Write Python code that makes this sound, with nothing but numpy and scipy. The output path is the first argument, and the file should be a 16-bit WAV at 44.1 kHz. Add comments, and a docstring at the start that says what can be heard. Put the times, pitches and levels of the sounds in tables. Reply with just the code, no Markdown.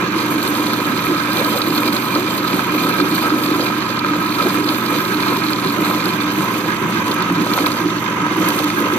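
"""A blender runs at one setting with thick oil in its plastic jar, two microphones just above the open lid.
From the start the motor hums at mains and shaft rate, while oil sloshes, churns and spatters in jar and air column.
Surges are flung out, the air column booms, waves slap over and drops tick on the wall; the low oil noise is uneven.
The microphones begin half off the lid opening, are nearest it at 1.3 s, and slide away after 6 s as the shaft slows.
Noise and clicks ring the resonances; each microphone hears each resonance with its own level and lag."""
import sys
import numpy as np
from scipy import signal
from scipy.fft import rfft, irfft, next_fast_len
from scipy.io import wavfile

SR = 44100
rng = np.random.default_rng(int(sys.argv[2]) if len(sys.argv) > 2 else 0)


def ratio_of_db(decibels):
    """Turn decibels (scalar or array-like) into linear amplitude factors; 0 dB maps to 1."""
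    return 10 ** (np.asarray(decibels, float) / 20)


def waveform_to_disk(signal):
    """Save audio, clipped to [-1, 1], as 16-bit WAV at the path in sys.argv[1]."""
    frames = np.transpose(np.atleast_2d(signal))
    scaled = np.clip(frames, -1, 1) * 32767
    samples = np.round(scaled).astype(np.int16)
    wavfile.write(sys.argv[1], SR, samples)


N = 396018
MAINS_HZ = 50


def rms_one(x):
    """Scales a signal to rms 1."""
    return x / np.sqrt(np.mean(x ** 2) + 1e-20)


def in_time(rows):
    """Draws straight lines through (s, value, ..) rows, one curve per column."""
    s, *columns = np.transpose(rows)
    return [np.interp(np.arange(N) / SR, s, c) for c in columns]


def drift(rate_hz):
    """Slow chance of spread 1: noise at every 40th sample through a double one-pole low-pass."""
    r = np.exp(-80 * np.pi * rate_hz / SR)
    noise = rng.standard_normal(N // 40 + 2002)
    slow = signal.lfilter([1], [1, -2 * r, r * r], noise)[2000:]
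    return np.interp(np.arange(N) / 40, np.arange(len(slow)), rms_one(slow - slow.mean()))


def bumps(s, rise_db, length_s):
    """Bell-shaped swells in dB around the times s, down to 1/e at length_s to either side."""
    coarse = np.arange(0, N + 100, 100) / SR
    bells = np.exp(-((coarse - np.c_[s]) / np.c_[length_s]) ** 2)
    swell_db = np.sum(np.c_[rise_db] * bells, axis=0)
    return np.interp(np.arange(N) / SR, coarse, swell_db)


def resonate(x, hz, width_hz):
    """A resonance passed twice, for steep flanks; gain 1 on top."""
    r = np.exp(-np.pi * 1.55 * width_hz / SR)   # each pass is wider, as two passes narrow the peak
    stage = [(1 - r * r) / 2, 0, (r * r - 1) / 2, 1, -2 * r * np.cos(2 * np.pi * hz / SR), r * r]
    return signal.sosfilt([stage, stage], x)


def ring(x, hz, width_hz):
    """A resonance passed once: it speaks at once and dies away."""
    r = np.exp(-np.pi * width_hz / SR)
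    return signal.lfilter([(1 - r * r) / 2, 0, (r * r - 1) / 2],
                          [1, -2 * r * np.cos(2 * np.pi * hz / SR), r * r], x)


def place(pair, hz, left_db, right_db, lag):
    """Level at each microphone; the right one hears it a part of a cycle later."""
    late = np.roll(pair[1], round(lag * SR / (2 * np.pi * hz)))
    return np.array([ratio_of_db(left_db) * pair[0], ratio_of_db(right_db) * late])


# Magnetic hum. Each row: multiple of mains, level in dB.
HUM = [(1, -54), (2, -45.5), (3, -66), (4, -36.5), (6, -32)]
# The shaft sags as the load grows. Each row: time in seconds, turns in Hz.
SHAFT = [(0, 124.7), (.4, 124.5), (1.5, 122.4), (1.9, 124), (2.4, 127.4), (3.7, 126.1), (4.1, 125.8),
         (4.8, 123.9), (5.6, 124), (6, 122.6), (6.5, 119), (6.75, 120.7), (7.1, 118.3), (7.3, 119.8),
         (7.55, 117.5), (8.2, 120), (8.45, 115.8), (8.75, 118.9), (8.98, 116)]
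# Tones of the rotor. Each row: multiple of shaft rate, added multiple of mains, level in dB, waver in dB.
ROTOR = [(1, 0, -35.5, 0.5), (1, 2, -32, 2), (2, 0, -38, 4)]


def motor():
    """Magnetic hum at mains multiples, unbalance at shaft rate and its beat with the pulsing torque."""
    mains = 2 * np.pi * MAINS_HZ * np.arange(N) / SR
    shaft = 2 * np.pi * np.cumsum(in_time(SHAFT)[0]) / SR
    hum = sum(ratio_of_db(db + 0.5 * k * drift(4.6)) * np.sin(round(k) * mains) for k, db in HUM)
    rotor = 0
    for k, m, db, waver_db in ROTOR:
        level = ratio_of_db(db + waver_db * drift(7.9))
        rotor = rotor + level * np.sin(round(k) * shaft + round(m) * mains + 0.25 * drift(4.3))
    return np.sqrt(2) * (hum + rotor) * ratio_of_db([[-.6], [.6]])   # a little stronger on the right


# Broad roar between the resonances. Each row: frequency in Hz, left and right density in dB per Hz,
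# relative to the resonances.
WASH = [(35, -76, -80), (75, -70, -78), (110, -68, -67), (143, -68, -65), (164, -56, -53), (240, -55, -51),
        (405, -54.5, -55), (672, -63.5, -60), (1214, -54.5, -52.5), (1360, -64, -56.5), (1770, -68, -59),
        (2950, -77, -61.5), (3630, -68.5, -60), (5230, -95, -76.5), (6010, -77, -66.5), (7370, -89, -78.5),
        (11700, -95.5, -100), (15500, -85, -82)]
# How far both microphones hear the same roar. Each row: frequency in Hz, likeness from 0 to 1.
WASH_ALIKE = [(100, 1), (500, 0.51), (900, 0.78), (1500, 0.2), (15000, 0)]


def roar(low_hz, high_hz):
    """Smooth turbulent noise of one band, most alike on both sides in the bass."""
    size = next_fast_len(N)
    hz = np.fft.rfftfreq(size, 1 / SR) + 1e-3
    at, left_db, right_db = np.transpose(WASH)
    density_db = [np.interp(np.log(hz), np.log(at), db) for db in (left_db, right_db)]
    colour = ratio_of_db(density_db) * np.sqrt(SR / 2)
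    at, likeness = np.transpose(WASH_ALIKE)
    alike = np.clip(np.interp(np.log(hz), np.log(at), likeness), 0, 1)
    shared, *own = rfft(rng.standard_normal((3, size)))
    inside = ((1 + (low_hz / hz) ** 24) * (1 + (hz / high_hz) ** 24)) ** -.5
    both = np.sqrt(alike) * shared + np.sqrt(1 - alike) * np.array(own)
    return irfft(colour * inside * both, size)[:, :N]


# Resonances of jar and air column. Each row: frequency in Hz, width in Hz, relative left and right level in dB.
JAR = [(175.4, 25, -31, -30), (302.4, 30.7, -25.5, -22.5), (365.3, 38, -31, -29), (491, 110, -34.5, -33.5),
       (1009.5, 83, -31.5, -32.5), (1280, 66, -30, -26.5), (1583, 116, -34.5, -28),
       (2163, 85, -39.5, -43.5), (2380, 70, -38, -32.5), (2535, 100, -42.5, -35.5), (3118, 150, -39.5, -36),
       (3614, 94, -53, -34), (4110, 520, -34, -26.5), (4830, 110, -41.5, -34), (4990, 360, -41, -76),
       (5770, 850, -75, -51), (6520, 640, -46, -45), (7536, 170, -74, -42.5), (8280, 250, -43, -48.5),
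       (8620, 440, -45, -43.5), (9250, 390, -37, -59), (10260, 200, -36.5, -49), (11470, 430, -40, -45.5),
       (12350, 460, -35, -44), (13360, 910, -31.5, -33.5), (14160, 800, -33, -32), (14800, 400, -43, -38),
       (15100, 500, -40, -38)]
# How the two microphones share them, in the same order. Each row: approximate frequency in Hz (a label),
# lag of the right one in radians, left-right likeness of smooth noise from 0 to 1.
PAIR = [(178, -0.1, 0.99), (301, 0.2, 0.99), (380, 0.4, 0.97), (490, 0.3, 0.95), (1010, 0.1, 0.87),
        (1280, 1.1, 0.87), (1600, 2.8, 0.63), (2165, -1.1, 0.48), (2385, -0.1, 0.72), (2520, 2.5, 0.4),
        (3250, -2.8, 0.15), (3610, 1.3, 0.67), (4150, 1.9, 0.85), (4850, 2.9, 0.28), (5250, -3.1, 0.83),
        (5550, 3.1, 0.8), (6600, -2.9, 0.71), (7480, -1.8, 0.4), (8150, -1.3, 0.44), (8600, 0.1, 0.61),
        (9250, 0.6, 0.38), (10250, 3.1, 0.53), (11400, -1.5, 0.25), (12250, -1.8, 0.27),
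        (13300, -0.2, 0.38), (14100, -2.2, 0.25), (14600, -2.4, 0.3), (15050, -0.6, 0.27)]


def resonances():
    """Each resonance of the jar with its width, levels, lag and likeness."""
    return [(*body, lag, alike) for body, (_, lag, alike) in zip(JAR, PAIR)]


def strike(s, peak_db, reach_db, body=resonate):
    """Blows at times s ring every resonance, each as strongly as reach_db(hz) says."""
    out = np.zeros((2, N))
    for hz, width_hz, left_db, right_db, lag, _ in resonances():
        clicks = np.full(N, 1e-18)
        blow_db = peak_db + reach_db(hz) + rng.normal(0, 1.8, len(s))
        clicks[(s * SR).astype(int)] = ratio_of_db(blow_db) * SR / np.sqrt(width_hz)
        out += place([body(clicks, hz, width_hz)] * 2, hz, left_db, right_db, lag)
    return out


# The loudest drops hitting the wall. Each row: time in seconds, relative level in dB, brightness in dB.
DROPS = [(0.4266, -10, -4), (0.4743, -11, -4), (0.7325, -11, -4), (1.3326, -5, -9), (1.37, -8, -12),
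         (1.392, -9, -6), (1.444, -8, -6), (1.5758, -8, -15), (1.6162, -2.5, -21), (1.6705, -11.5, -7),
         (1.7539, -9, -21), (1.7777, -3, -15), (1.856, -12, -5), (1.8765, -7, -9), (1.927, -9.5, -1),
         (1.9659, -7, -15), (2.151, -8, -20), (2.38, -10, -8), (2.4758, -6, -12), (2.8355, -9, -17),
         (2.8898, -12, 1), (3.0121, -10, -22), (3.1767, -17, 3), (3.6096, -8, -18), (3.9916, -8, -11),
         (4.349, -7, -18), (4.4223, -7, -15), (4.6887, -1, -23), (4.862, -13, -18), (4.882, -16, -15),
         (5.052, -10, -10), (5.224, -7, -18), (5.2844, -10, -13), (5.332, -11, -15), (5.367, -9, -17),
         (5.437, -10, -18), (5.482, -12, -15), (5.5298, -3.5, -19), (5.6955, -10, -21), (6.0564, -8.5, -6),
         (7.1147, -4, -12), (7.1417, -26, 12), (7.223, -8, -8), (7.412, -15, -17), (7.5323, -6, -13),
         (7.581, -13, -18), (7.605, -13, -18), (7.6505, -24, -15), (7.66, -2, -20), (7.666, -9, -1),
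         (7.717, -12, -7), (7.775, -12, -12), (8.487, -11, 7), (8.5894, -2, -9), (8.6393, -10, -4),
         (8.801, -22, 8)]
# Smaller drops fall at random moments.
STRAY_DROPS, STRAY_DB, STRAY_SPREAD_DB, STRAY_BRIGHT_DB = 140, -24.5, 4.5, -24
STRAY_SLID_DB = 1   # rise of the small drops at full slide
STRAY_FOLLOWS = 1   # share of the splash swing in their size
DROP_SMEAR_S = .006   # a drop bursts in three touches within this time


def drops():
    """A drop rings mostly near 4 kHz; a bright one reaches the highest resonances."""
    when, size = rng.random((STRAY_DROPS, 2)).T
    when_s = when * (N / SR - .1)
    splash_db = np.interp(when_s, *np.transpose(SPLASH)) - USUAL_SPLASH_DB
    slid_db = STRAY_SLID_DB * np.interp(when_s, *np.transpose(SLIDE))
    stray_db = STRAY_DB + STRAY_SPREAD_DB * (2 * size - 1) + STRAY_FOLLOWS * splash_db + slid_db
    stray = np.c_[when_s, stray_db, STRAY_BRIGHT_DB + 0 * when]
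    s, peak_db, bright_db = np.repeat(np.vstack([DROPS, stray]), 3, axis=0).T
    touch_s = s + DROP_SMEAR_S * (rng.random(len(s)) - .3)

    def reach_db(hz):
        treble_db = bright_db * np.clip(np.log(hz / 4300) / .5, 0, 1)
        return treble_db - 17 * max(np.log(4000 / hz), 0)

    return strike(touch_s.clip(0), peak_db - 15, reach_db)


# Waves of oil folding over against the wall, ringing the resonances near their pitch.
# Each row: time in seconds, relative level in dB, pitch in Hz.
SLAPS = [(0.025, -5, 1020), (0.196, -12, 1250), (0.412, -12, 1050), (0.556, -9, 982), (0.734, -2, 1150),
         (0.79, -19, 991), (0.872, -2, 1040), (1.147, -20, 1160), (1.25, -7, 1270), (1.557, -12, 1260),
         (2.159, -8, 1250), (2.449, -7, 1276), (2.593, -3, 1260), (2.869, -11, 1280), (2.894, -5, 1250),
         (3.001, 1, 1250), (3.055, -22, 1284), (3.105, -12, 1300), (3.181, -6, 1283), (3.252, -8, 1260),
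         (3.303, -8, 1330), (3.595, -3, 1060), (3.701, -1, 990), (3.974, -4, 1010), (4.047, -1.5, 1240),
         (4.135, -3.5, 1270), (4.219, -8, 1010), (4.259, -11, 1030), (4.401, -10, 1240), (4.469, -4, 1290),
         (4.572, -20, 1270), (4.819, -10, 1270), (4.866, -18, 1252), (5.818, -13, 1134), (5.868, -4, 1280),
         (5.911, -3, 1310), (6.056, -7, 1070), (6.407, -4, 1050), (6.56, -17, 1270), (7.085, -14, 1040),
         (7.3, 0, 1040), (7.465, -2, 996), (7.515, -5, 1270), (7.553, -15, 700), (7.577, 1.5, 970),
         (7.667, -5, 1270), (8.266, -2, 980), (8.479, -8, 1280), (8.902, -8, 1307), (0.7088, -19, 2380),
         (0.7916, -26, 2360), (0.926, -30, 2320), (0.991, -12.5, 2410), (1.068, -11.5, 2370),
         (1.273, -15, 2340), (1.833, -11, 2390), (2.5318, -13, 2390), (2.6944, -17, 2400),
         (3.0485, -23, 2400), (3.6665, -13, 2395), (3.8631, -28, 2400), (4.3236, -14, 2360),
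         (4.4084, -14, 2380), (4.573, -12, 2340), (5.2328, -8, 2400), (5.3592, -13, 2355),
         (5.42, -19, 2380), (7.5877, -10, 2410), (7.666, -10, 2390), (8.063, -13, 2430),
         (8.7022, -11, 2380)]
SLAP_RING_DB, SLAP_THUD_DB = -11.5, 18.5
SLAP_REACH_DB = 19.5   # loss per e-fold of pitch away
SLAP_HIGH_DB = 8   # a small high slap strikes harder for its level, per octave
SLAP_SOFT_HZ = 4000   # the ringing of the slaps is dull above this


def slaps():
    """A slap is a blunt thud of about one cycle that rings the resonances near its pitch."""
    s, peak_db, pitch_hz = np.transpose(SLAPS)
    clicks = np.full(N, 1e-18)
    clicks[(s * SR).astype(int)] = -ratio_of_db(peak_db + SLAP_THUD_DB) * (1000 / pitch_hz) ** 2
    thud = resonate(clicks, 710, 510)

    def reach_db(hz):
        return -SLAP_REACH_DB * abs(np.log(hz / pitch_hz))

    ring_db = peak_db + SLAP_RING_DB + SLAP_HIGH_DB * np.log2(pitch_hz / 1250)
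    ringing = strike(s, ring_db, reach_db, body=ring)
    soft = signal.butter(2, SLAP_SOFT_HZ, fs=SR, output="sos")
    return thud + signal.sosfilt(soft, ringing)


# The air column in the vortex is knocked and rings out.
# Each row: time in seconds, relative peak in dB, pitch in Hz.
BOOMS = [(0.162, -5, 328), (0.35, -7, 307), (0.593, -3.5, 303), (1.038, -6, 308), (1.106, -6, 332),
         (1.586, -9, 300), (1.671, -9, 310), (2.167, -10, 313), (2.676, -15, 303), (2.739, -3.5, 296),
         (2.848, -3, 287), (2.982, -7, 316), (3.121, -7, 313), (3.347, -6, 282), (3.512, -3.5, 310),
         (3.591, -4, 310), (4.11, -7, 296), (4.443, -9, 304), (4.548, -3.5, 304), (4.698, -6, 304),
         (5.153, -4.5, 299), (5.949, -3, 306), (6.424, -15, 335), (6.685, -23, 295), (6.95, -2.5, 324),
         (7.096, -2, 300), (7.307, -2, 285), (7.602, -3.5, 302), (7.855, -1.5, 310), (8.04, -29, 305),
         (8.208, -8, 304), (8.31, -5, 313), (8.377, 0.5, 314), (8.638, -5, 293), (8.806, -5, 334),
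         (8.926, -6, 344)]
BOOM_RISE_S, BOOM_DECAY_S, BOOM_DB = 0.0039, 0.013, -8.5


def booms():
    """Each knock on the air column swells within a cycle or two and dies away."""
    out, t = np.zeros(N + SR), np.arange(SR // 8) / SR
    shape = (1 - np.exp(-t / BOOM_RISE_S)) * np.exp(-t / BOOM_DECAY_S)
    for (s, peak_db, hz), turn in zip(BOOMS, rng.random(len(BOOMS))):
        tone = np.sin(2 * np.pi * (hz * t + turn))
        out[int(s * SR):][:len(t)] += ratio_of_db(peak_db + BOOM_DB) * shape / shape.max() * tone
    return out[:N] * ratio_of_db([[-1.2], [1.2]])


def motion(low_hz, high_hz, per_s, spread_db, share, flicker_db, throb):
    """Turbulence and clumped grains of oil drive every resonance in the band, throbbing with the torque."""
    share, swell_db = np.clip(share, 0, 1), 0.43 * flicker_db * drift(34.0)
    born = rng.random(N) < per_s * ratio_of_db(5 * drift(25)) / SR   # grains come in clumps
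    grain_size = ratio_of_db(spread_db * np.minimum(rng.exponential(1, N), 4))
    grains = born * grain_size * rng.choice([-1, 1], N)
    out = roar(low_hz, high_hz)
    for hz, width_hz, left_db, right_db, lag, alike in resonances():
        if low_hz < hz <= high_hz:
            shared, *own = rng.standard_normal((3, N))
            smooth = np.sqrt(alike) * shared + np.sqrt(1 - alike) * np.array(own)
            grit = rms_one(grains * ratio_of_db(2.9 * own[0]))   # a grain strikes each resonance unevenly
            force = np.sqrt(1 - share) * smooth + np.sqrt(share) * grit
            force = force * ratio_of_db(flicker_db * drift(11.7))
            out += place(rms_one(resonate(force, hz, width_hz)), hz, left_db, right_db, lag)
    torque = 1 + throb * np.sin(2 * np.pi * MAINS_HZ * np.arange(N) / SR)
    level = np.sqrt(np.mean(out.mean(axis=0) ** 2))   # rms of both microphones averaged
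    return ratio_of_db(swell_db) * torque * out / level


# Rumble, heave, slosh, swirl, churn, spatter and spray. Each row: low and high edge in Hz,
# typical grains per second, grain spread in dB, grain share from 0 to 1, flicker in dB, mains throb from 0 to 1.
MOTIONS = [(30, 150, 97, 4.5, 0.01, 0, 0), (164, 222, 82, 4.5, 0.04, 0.5, 0),
           (218, 375, 150, 3.5, 0.24, 1.0, 0.06), (457, 803, 250, 7, 0.32, 3.5, 0.02),
           (873, 2960, 440, 4, 0.33, 2, 0.14), (3040, 7600, 900, 6.5, 0.53, 2, 0.07),
           (6500, 14000, 4500, 6, 0.63, 1.5, 0.08)]
# How those motions follow the splashing. Each row: level at rest in dB, share of the splash swing,
# share of a surge, shared flutter in dB.
FOLLOWING = [(-43.5, -0.13, 0.01, 0), (-31, -0.17, 0.087, 1), (-24.5, 0.49, 0.065, 0.5),
             (-34, 0.23, 1, 1.17), (-23.5, -0.002, 0.25, 0.65), (-33, 0.21, 0.4, 0.9), (-39, 0.9, 0.51, 1)]
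# How hard the oil splashes. Each row: time in seconds, strength in dB.
SPLASH = [(0.02, -40), (.14, -43), (.2, -33), (.35, -31.5), (.7, -34.5), (1.0, -35), (1.4, -33.5),
          (2.0, -32.5), (2.7, -36), (3.2, -34), (3.6, -33), (4.03, -41), (4.4, -33), (5.9, -35.5),
          (6.2, -37.5), (6.6, -34), (6.85, -40.5), (7.1, -36), (7.2, -44.5), (7.4, -39.5), (7.5, -32.5),
          (7.7, -34), (7.85, -36.5), (8.3, -42.5), (8.5, -30.5), (8.9, -38)]
USUAL_SPLASH_DB = -37
# The vortex collapses onto the blades and a surge of oil is flung out, or the oil slackens (negative rise).
# Each row: time in seconds, rise in dB before each motion's share, length in seconds to either side.
SURGES = [(0.445, 4.5, 0.025), (0.66, 5.5, 0.042), (1.108, 4, 0.041), (1.405, 7.5, 0.095),
          (1.569, 8, 0.036), (1.804, 4, 0.046), (1.953, 9, 0.016), (2.196, 4, 0.038), (2.575, 5, 0.05),
          (2.827, 6, 0.083), (2.985, 5, 0.033), (3.23, 5, 0.068), (3.622, 5, 0.076), (4.448, 6, 0.052),
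          (5.287, 5, 0.048), (5.649, 7, 0.032), (5.924, 6, 0.18), (6.438, 2.5, 0.11), (7.08, 6, 0.016),
          (7.575, 4, 0.082), (7.67, 5.5, 0.023), (7.987, -3, 0.14), (8.44, 6.5, 0.074), (8.606, 13, 0.013),
          (8.951, 2.5, 0.044)]
# Uneven swells and dips of the low oil noise. Each row: time in seconds, rise in dB, centre pitch in Hz.
SWELLS = [(0.03, 5, 185), (.57, -0.5, 220), (1.11, 4, 300), (1.29, -4, 168.3), (1.47, 1, 300),
          (1.56, -7, 189), (1.7, 7.5, 299), (2.18, 6.5, 302), (2.55, 7, 171), (2.82, 3, 190), (2.9, 5, 300),
          (3.02, 9, 304), (3.23, -2, 169), (3.35, 4, 282), (3.52, 1.5, 271), (3.61, 3.5, 284),
          (4.47, 5.5, 300), (4.63, 6, 180), (4.72, 1, 297), (4.94, 0.5, 240), (5.32, 6.5, 201),
          (5.67, 8, 190), (5.8, 7.5, 240), (5.9, 2, 300), (6.07, 6.5, 260), (6.41, 8.5, 178.4),
          (6.7, 2, 189.4), (6.84, 13.5, 190), (6.969, 1.5, 249), (7.12, 0, 251), (7.32, 6, 280),
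          (7.4, 9, 169.6), (7.85, 4, 260.5), (8.23, 8, 170), (8.4, 6.5, 242), (8.52, -1, 176),
          (8.6, -2.5, 610), (8.82, 5.5, 229.6), (8.93, -2, 550), (8.97, 7, 298)]
SWELL_S, SWELL_REACH_OCTAVES, SWELL_ABOVE_HZ = 0.028, 0.92, 180   # the lowest rumble is left alone
FLUTTER_HZ = 20.4   # pace of the unevenness that the motions share


def oil():
    """Each motion follows the splashing and surges by its share; swells and dips move those near their pitch."""
    splash_db = in_time(SPLASH)[0] - USUAL_SPLASH_DB
    surge_db = bumps(*np.transpose(SURGES))
    s, rise_db, hz = np.transpose(SWELLS)
    out, flutter = 0, drift(FLUTTER_HZ)
    for (rest_db, splash, surge, flutter_db), (low_hz, high_hz, *texture) in zip(FOLLOWING, MOTIONS):
        octaves_off = np.maximum(np.log2(low_hz / hz), 0) + np.maximum(np.log2(hz / high_hz), 0)
        near = np.clip(1 - octaves_off / SWELL_REACH_OCTAVES, 0, 1) * (high_hz > SWELL_ABOVE_HZ)
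        swell_db = bumps(s, rise_db * near, SWELL_S + 0 * s)
        level_db = rest_db + splash * splash_db + surge * surge_db + swell_db + flutter_db * flutter
        out = out + ratio_of_db(level_db) * motion(low_hz, high_hz, *texture)
    return out


# The hand drifts and the microphones slide off the lid opening. Each row: time in seconds, share from 0 to 1.
SLIDE = [(0, 0.5), (1.3, 0.1), (5.9, 0.27), (6.7, 0.6), (7.3, 0.7), (7.65, 0.47), (7.9, 1), (8.4, 0.9),
         (8.6, 0.8), (8.98, 0.99)]
# Colour beside the opening, at full slide. Each row: frequency in Hz, change in dB.
SLID_COLOUR = [(130, -1), (175, 1.5), (220, -2), (300, 0), (380, 1.5), (500, 1), (750, 1.5), (1000, 3),
               (1280, -1), (1600, 1.5), (1800, -1), (2050, 5.5), (2250, 0.1), (2390, -6), (2550, 0.3),
               (3000, 2.5), (3630, -2), (3780, -0.5), (3950, -8.5), (4400, -5.5), (4660, 1), (4870, -8),
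               (5250, 3), (5450, 5), (5800, 3), (6500, 5.5), (7600, -1), (11000, 2.5), (14000, -4)]


def slide(x):
    """The colour fades towards that heard beside the lid opening."""
    at, db = np.transpose(SLID_COLOUR)
    hz = np.fft.rfftfreq(N, 1 / SR) + 1
    beside = irfft(rfft(x) * ratio_of_db(np.interp(np.log(hz), np.log(at), db)), N)
    return x + in_time(SLIDE)[0] * (beside - x)


BLOWS_ABOVE_HZ = 168   # the blows carry no deep bass


def scene():
    """Motor, oil and the blows on jar and air column, heard by the sliding microphones."""
    high_pass = signal.butter(4, BLOWS_ABOVE_HZ, "high", fs=SR, output="sos")
    blows = signal.sosfilt(high_pass, drops() + slaps() + booms())
    return slide(motor() + oil() + blows)


def roll_off(x):
    """The treble ends steeply here."""
    return signal.sosfilt(signal.butter(12, 15720, fs=SR, output="sos"), x)


# Narrow dips in the sound at each microphone. 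Each row: frequency in Hz, width in Hz,
# left and right depth from 0 to 1.
DIPS = [(4660, 75, 0.65, 0.55), (5420, 110, 0.65, 0.65), (6900, 150, 0.6, 0.05), (7670, 200, 0.7, 0.14),
        (9470, 200, 0.23, .6)]
BASS_CUT_HZ, TOP_HZ, CEILING = 42, 15470, 0.67


def record(dry):
    """Narrow dips at each microphone, cut bass and top, and slightly rounded peaks."""
    hz = np.fft.rfftfreq(N, 1 / SR) + 1e-3
    dips = [1 - np.outer(depth, np.exp(-((hz - at) / width) ** 2)) for at, width, *depth in DIPS]
    colour = np.prod(dips, axis=0)
    top = .03 + .97 / (1 + (hz / TOP_HZ) ** 300)
    bass = 1 / np.sqrt(1 + (BASS_CUT_HZ / hz) ** 6)
    heard = irfft(rfft(dry) * colour * top * bass, N)
    mix = CEILING * np.tanh(heard / CEILING)
    return roll_off(mix)


dry = scene()
out = record(dry)
waveform_to_disk(out)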